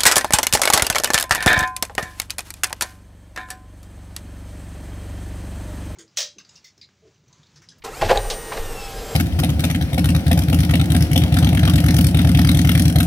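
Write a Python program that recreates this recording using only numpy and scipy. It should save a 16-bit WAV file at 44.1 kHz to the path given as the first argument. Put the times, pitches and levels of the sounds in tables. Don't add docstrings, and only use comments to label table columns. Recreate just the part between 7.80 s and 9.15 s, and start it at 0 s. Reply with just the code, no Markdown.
import sys
import numpy as np
from scipy import signal
from scipy.fft import rfft, irfft, next_fast_len
from scipy.io import wavfile
from scipy.ndimage import uniform_filter1d, map_coordinates

SR = 44100
rng = np.random.default_rng(int(sys.argv[2]) if len(sys.argv) > 2 else 0)


def materialize(psi):
    bounded = np.clip(np.atleast_2d(psi).T, -1, 1)
    quanta = np.round(bounded * 32767).astype(np.int16)
    wavfile.write(sys.argv[1], SR, quanta)


def decibels_to_gain(level_db):
    exponent = np.asarray(level_db, float) / 20
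    return 10 ** exponent


N = 59535
T = np.arange(N) / SR

RUMBLE = [(8, -26), (20, -11), (45, -1), (70, -44), (200, -86)]
AIR = [(30, -1), (1000, -27), (10000, -45), (16000, -35)]
RUMBLE_DB, AIR_DB = -42.5, -56

# (start [s], level [dB], rise [s], fall t60 [s], centre [Hz])
RATTLES = [
    (.02, -46, 0.0055, 0.032, 2340),
    (0.039, -37, 0.011, 0.066, 5100),
    (0.5, -23.5, 0.0012, 0.16, 4120),
    (0.715, -29, 0.0055, 0.11, 1000),
    (.768, -38, 0.0092, 0.053, 1390),
    (0.769, -38, 0.0046, 0.043, 5030),
]
RATTLE_OCTAVES, RATTLE_GRAIN_DB = 0.99, 0.5

# (time [s], brush noise [dB], oil load [dB])
MOTOR_LOAD = [(.04, 7.5, -17), (.1, -4.5, -35.5), (.168, 1, -14), (.26, -1.5, 4.5), (.372, 3, -9),
              (.6, 1, -12), (.8, 2, -3), (.9, 1.5, -11), (1.026, -0.5, -3), (1.194, -1, -2.5),
              (1.35, 2, -5)]
# (time [s], commutator bar rate [Hz])
BAR_RATE = [(.04, 450), (.068, 960), (.1, 1560), (.126, 1950), (.168, 2390), (.208, 2634), (.26, 2795),
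            (.31, 2890), (.372, 2938), (.42, 2952), (.6, 2952), (.7, 2940), (.8, 2915), (.9, 2798),
            (1.026, 2635), (1.1, 2570), (1.194, 2510), (1.35, 2488)]
# (shaft order [per turn], rms level [dB], scatter among the housing's modes [dB])
WHINE = [(11, -60, 3), (18, -68, 4), (23, -53, 2.5), (36, -55, 4), (46, -59, 4), (72, -55, 6), (81, -60, 4),
         (94, -60, 4), (108, -55, 5), (122, -62, 5), (144, -61, 6), (166, -64, 5), (180, -59, 5),
         (216, -58, 4)]
HOUSING = [(795, 35, 16), (1290, 35, 18), (1880, 50, 0), (2690, 45, 13), (8850, 90, 12), (14750, 150, 2)]
BRUSHES = [(530, -8), (900, -1), (1910, -9.5), (3540, -15.5), (8750, -12), (9400, -17.5), (15500, -15.5)]
OIL = [(900, -28), (2200, 6), (4500, 5.5), (7500, -3), (10000, -14.5)]
DRONE = [(30, -43), (60, -0.5), (150, -6), (200, -10.5), (320, -13.5), (600, -9), (1500, -58), (3300, -90)]
CABIN = [(451, 37.3, 2.5), (789.5, 19.4, -5), (1262, 20, -17), (1350, 9.2, -14), (1690, 340, -21)]
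BARS = 36
START_S, START_RISE_S = 0.0363, 0.018
SPEED_LAW, NEUTRAL_ORDER = .045, 42
SHAFT_JITTER = .0003
MODE_SPACING_HZ, IDLE_HZ, SETTLE_HZ = 45, 2950, 50
BRUSH_DB, COMB_DB, OIL_DB, DRONE_DB, CABIN_DB = -39.5, 1.5, -40.5, -39, -38.5

# (time [s], level [dB], pitch [Hz], t60 [s])
SHOVES = [(.1, -38, 35, 0.13), (0.215, -20, 27.8, 0.62), (.24, -21, 95, 0.2), (0.296, -21.5, 29, 0.16),
          (.36, -19, 38, 0.52), (0.373, -29, 100, 0.44), (0.459, -25, 23.9, 0.85), (.755, -29, 28, 1),
          (0.794, -22, 20.3, 1), (0.788, -33.5, 85, 0.41), (0.892, -40, 21, 0.28), (1.092, -50, 75, 0.34)]

# (start [s], level [dB], rise [s], fall t60 [s], brightness [dB])
CLUNKS = [
    (0.212, -15.5, 0.0078, 0.091, -5.5),
    (0.244, -32.5, 0.0022, 0.27, -0.5),
    (0.287, -15.5, 0.016, 0.13, -4.5),
    (0.308, -18.5, 0.0016, 0.094, -10),
    (0.343, -25.5, 0.022, 0.23, -7),
    (0.428, -36.5, 0.025, 0.37, -15.5),
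    (0.72, -31.5, 0.006, 0.19, -1.5),
    (0.766, -34.5, 0.0084, 0.083, -0.5),
    (0.499, -33.5, 0.011, 0.19, -1.5),
]
PLATFORM = [(92.6, 28, -11), (253, 14, -13.5), (338.3, 13.6, -10), (405.7, 21.3, -3), (443, 34.4, -3.5),
            (532.6, 44.4, 0.5), (587.5, 36, -3), (668, 42, -1), (733, 49.5, -2.5), (811.4, 53, -1.5),
            (855.6, 22, -4.5), (1000, 77, -15), (1194, 19, -10.5), (1590, 126, -19)]
SCRAPE = [(530, -12), (900, -3), (1340, -7), (1600, -5), (3700, -13), (4210, -13.5), (15000, -44.5)]

# (time [s], peak level [dB])
TICKS = [
    (0.3742, -7.5),
    (0.377, -13.5),
    (0.51, -20.5),
]
# (frequency [Hz], level [dB], t60 [s])
LATCH = [(3800, -2, 0.0095), (6800, -9.5, 0.0038), (6330, -34, 0.024)]

CAB_T60_S, CAB_DB = .14, -15
TOP_HZ = 15300
SIDE, SIDE_DB = [(20, 16), (60, -19), (300, -45), (400, -120)], -59


def unit(x):
    return x / np.sqrt(np.mean(x ** 2) + 1e-20)


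def along(spectrum, hz):
    f, db = np.transpose(spectrum)
    return decibels_to_gain(np.interp(np.log(hz + 1), np.log(f + 1), db))


def wobble(rate):
    return map_coordinates(rng.standard_normal(size=900), [T * rate], mode="grid-wrap")


def filtered(x, response):
    m = next_fast_len(N + SR // 8)
    return irfft(rfft(x, m) * response(np.fft.rfftfreq(m, 1 / SR)), m)[:N]


def hiss(spectrum):
    return unit(filtered(rng.standard_normal(N), lambda hz: along(spectrum, hz)))


def resonant(peaks, flip=-1):
    def response(f):
        total = 0
        for k, (centre, width, db) in enumerate(peaks):
            damping = 1j * f * width
            total = total + flip ** k * decibels_to_gain(db) * damping / (centre * centre - f * f + damping)
        return total
    return response


def burst(start, db, rise, t60):
    u = T - start
    return decibels_to_gain(db - 60 * np.clip(u - rise, 0, None) / t60) * np.sqrt(np.clip(u / rise, 0, 1))


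def background():
    swell = np.clip(T / 0.24, .1, 1)
    rumble = decibels_to_gain(RUMBLE_DB + 3.8 * wobble(7.7)) * swell * hiss(RUMBLE)
    return rumble + decibels_to_gain(AIR_DB) * hiss(AIR)


def rattles():
    out = np.zeros(N)
    for start, db, rise, t60, centre in RATTLES:
        bell = lambda f: np.exp(-(np.log2((f + 1) / centre) / RATTLE_OCTAVES) ** 2)
        band = unit(filtered(rng.standard_normal(N), bell))
        out += burst(start, db, rise, t60) * decibels_to_gain(RATTLE_GRAIN_DB * wobble(500)) * band
    return out


def whine(bar_hz, shaft):
    modes = rng.standard_normal(size=400)
    speed = np.clip(bar_hz / 2500, .45, 1)
    off_idle = np.clip((IDLE_HZ - bar_hz) / SETTLE_HZ, 0, 1)
    tones = np.zeros(N)
    for order, db, loose_db in WHINE:
        hz = order * bar_hz / BARS
        scatter = off_idle * map_coordinates(modes, [hz / MODE_SPACING_HZ], mode="grid-wrap")
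        level = np.sqrt(2) * decibels_to_gain(db + loose_db * scatter + 1.64 * wobble(14.3))
        level = level * speed ** (SPEED_LAW * (order - NEUTRAL_ORDER))
        tones += level * np.sin(2 * np.pi * (round(order) * shaft + rng.random()))
    return tones + filtered(tones, resonant(HOUSING, flip=0.94))


def brush_noise(shaft, noise_db):
    pattern = map_coordinates(rng.standard_normal(480), [shaft * 480], mode="grid-wrap")
    rub = rng.standard_normal(N) * decibels_to_gain(1.2 * wobble(300)) + decibels_to_gain(COMB_DB) * pattern
    return decibels_to_gain(BRUSH_DB + noise_db) * unit(filtered(rub, lambda hz: along(BRUSHES, hz)))


def oil_hiss(load_db):
    return decibels_to_gain(OIL_DB + load_db + wobble(30.24)) * hiss(OIL)


def cabin_drone(noise_db, load_db):
    floor = decibels_to_gain(DRONE_DB + 0.27 * load_db) * hiss(DRONE)
    room = unit(filtered(rng.standard_normal(N), resonant(CABIN)))
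    drone = floor + decibels_to_gain(CABIN_DB + 0.16 * noise_db) * room
    return drone * decibels_to_gain(1.94 * wobble(10.47))


def motor():
    s, noise, load = np.transpose(MOTOR_LOAD)
    noise_db, load_db = np.interp(T, s, noise), np.interp(T, s, load)
    bar_hz = uniform_filter1d(np.interp(T, *np.transpose(BAR_RATE)), size=800)
    shaft = np.cumsum(bar_hz) / SR / BARS + SHAFT_JITTER * wobble(37.3)
    sound = whine(bar_hz, shaft) + brush_noise(shaft, noise_db)
    sound = sound + oil_hiss(load_db) + cabin_drone(noise_db, load_db)
    return np.clip((T - START_S) / START_RISE_S, 0, 1) * sound


def shell_booms():
    booms = np.zeros(N)
    for s, db, hz, t60 in SHOVES:
        booms += burst(s, db, 0.0156, t60) * np.sin(2 * np.pi * hz * (T - s))
    return booms


def platform():
    push, edge = np.zeros(N), np.zeros(N)
    for start, db, rise, t60, bright_db in CLUNKS:
        clunk = burst(start, db, rise, t60)
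        push += clunk
        edge += clunk * decibels_to_gain(bright_db)
    push = push * decibels_to_gain(1.3 * wobble(250))
    edge = edge * decibels_to_gain(2.84 * wobble(400))
    ring = filtered(push * rng.standard_normal(N), resonant(PLATFORM))
    return decibels_to_gain(23) * ring + edge * hiss(SCRAPE)


def latch_ticks():
    out = np.zeros(N)
    for s, db in TICKS:
        for hz, level, t60 in LATCH:
            out += burst(s, db + level, 0.00015, t60) * np.sin(2 * np.pi * hz * (T - s))
    return out


def cabin_echo(knocks):
    tail = rng.standard_normal(SR // 2) * decibels_to_gain(-60 * T[:SR // 2] / CAB_T60_S)
    return decibels_to_gain(CAB_DB) * signal.fftconvolve(knocks, tail / np.linalg.norm(tail))[:N]


def scene():
    knocks = rattles() + platform() + latch_ticks()
    mix = background() + motor() + shell_booms() + knocks + cabin_echo(knocks)
    return np.tile(mix, (2, 1))


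def band_limit(x):
    return signal.sosfilt(signal.butter(12, 16030, fs=SR, output="sos"), x)


def record(dry):
    x = filtered(dry[0], lambda hz: .004 + 1 / (1 + (hz / TOP_HZ) ** 150))
    side = decibels_to_gain(SIDE_DB) * hiss(SIDE)
    return band_limit(np.array([x + side, x - side]))


dry = scene()
out = record(dry)
materialize(out)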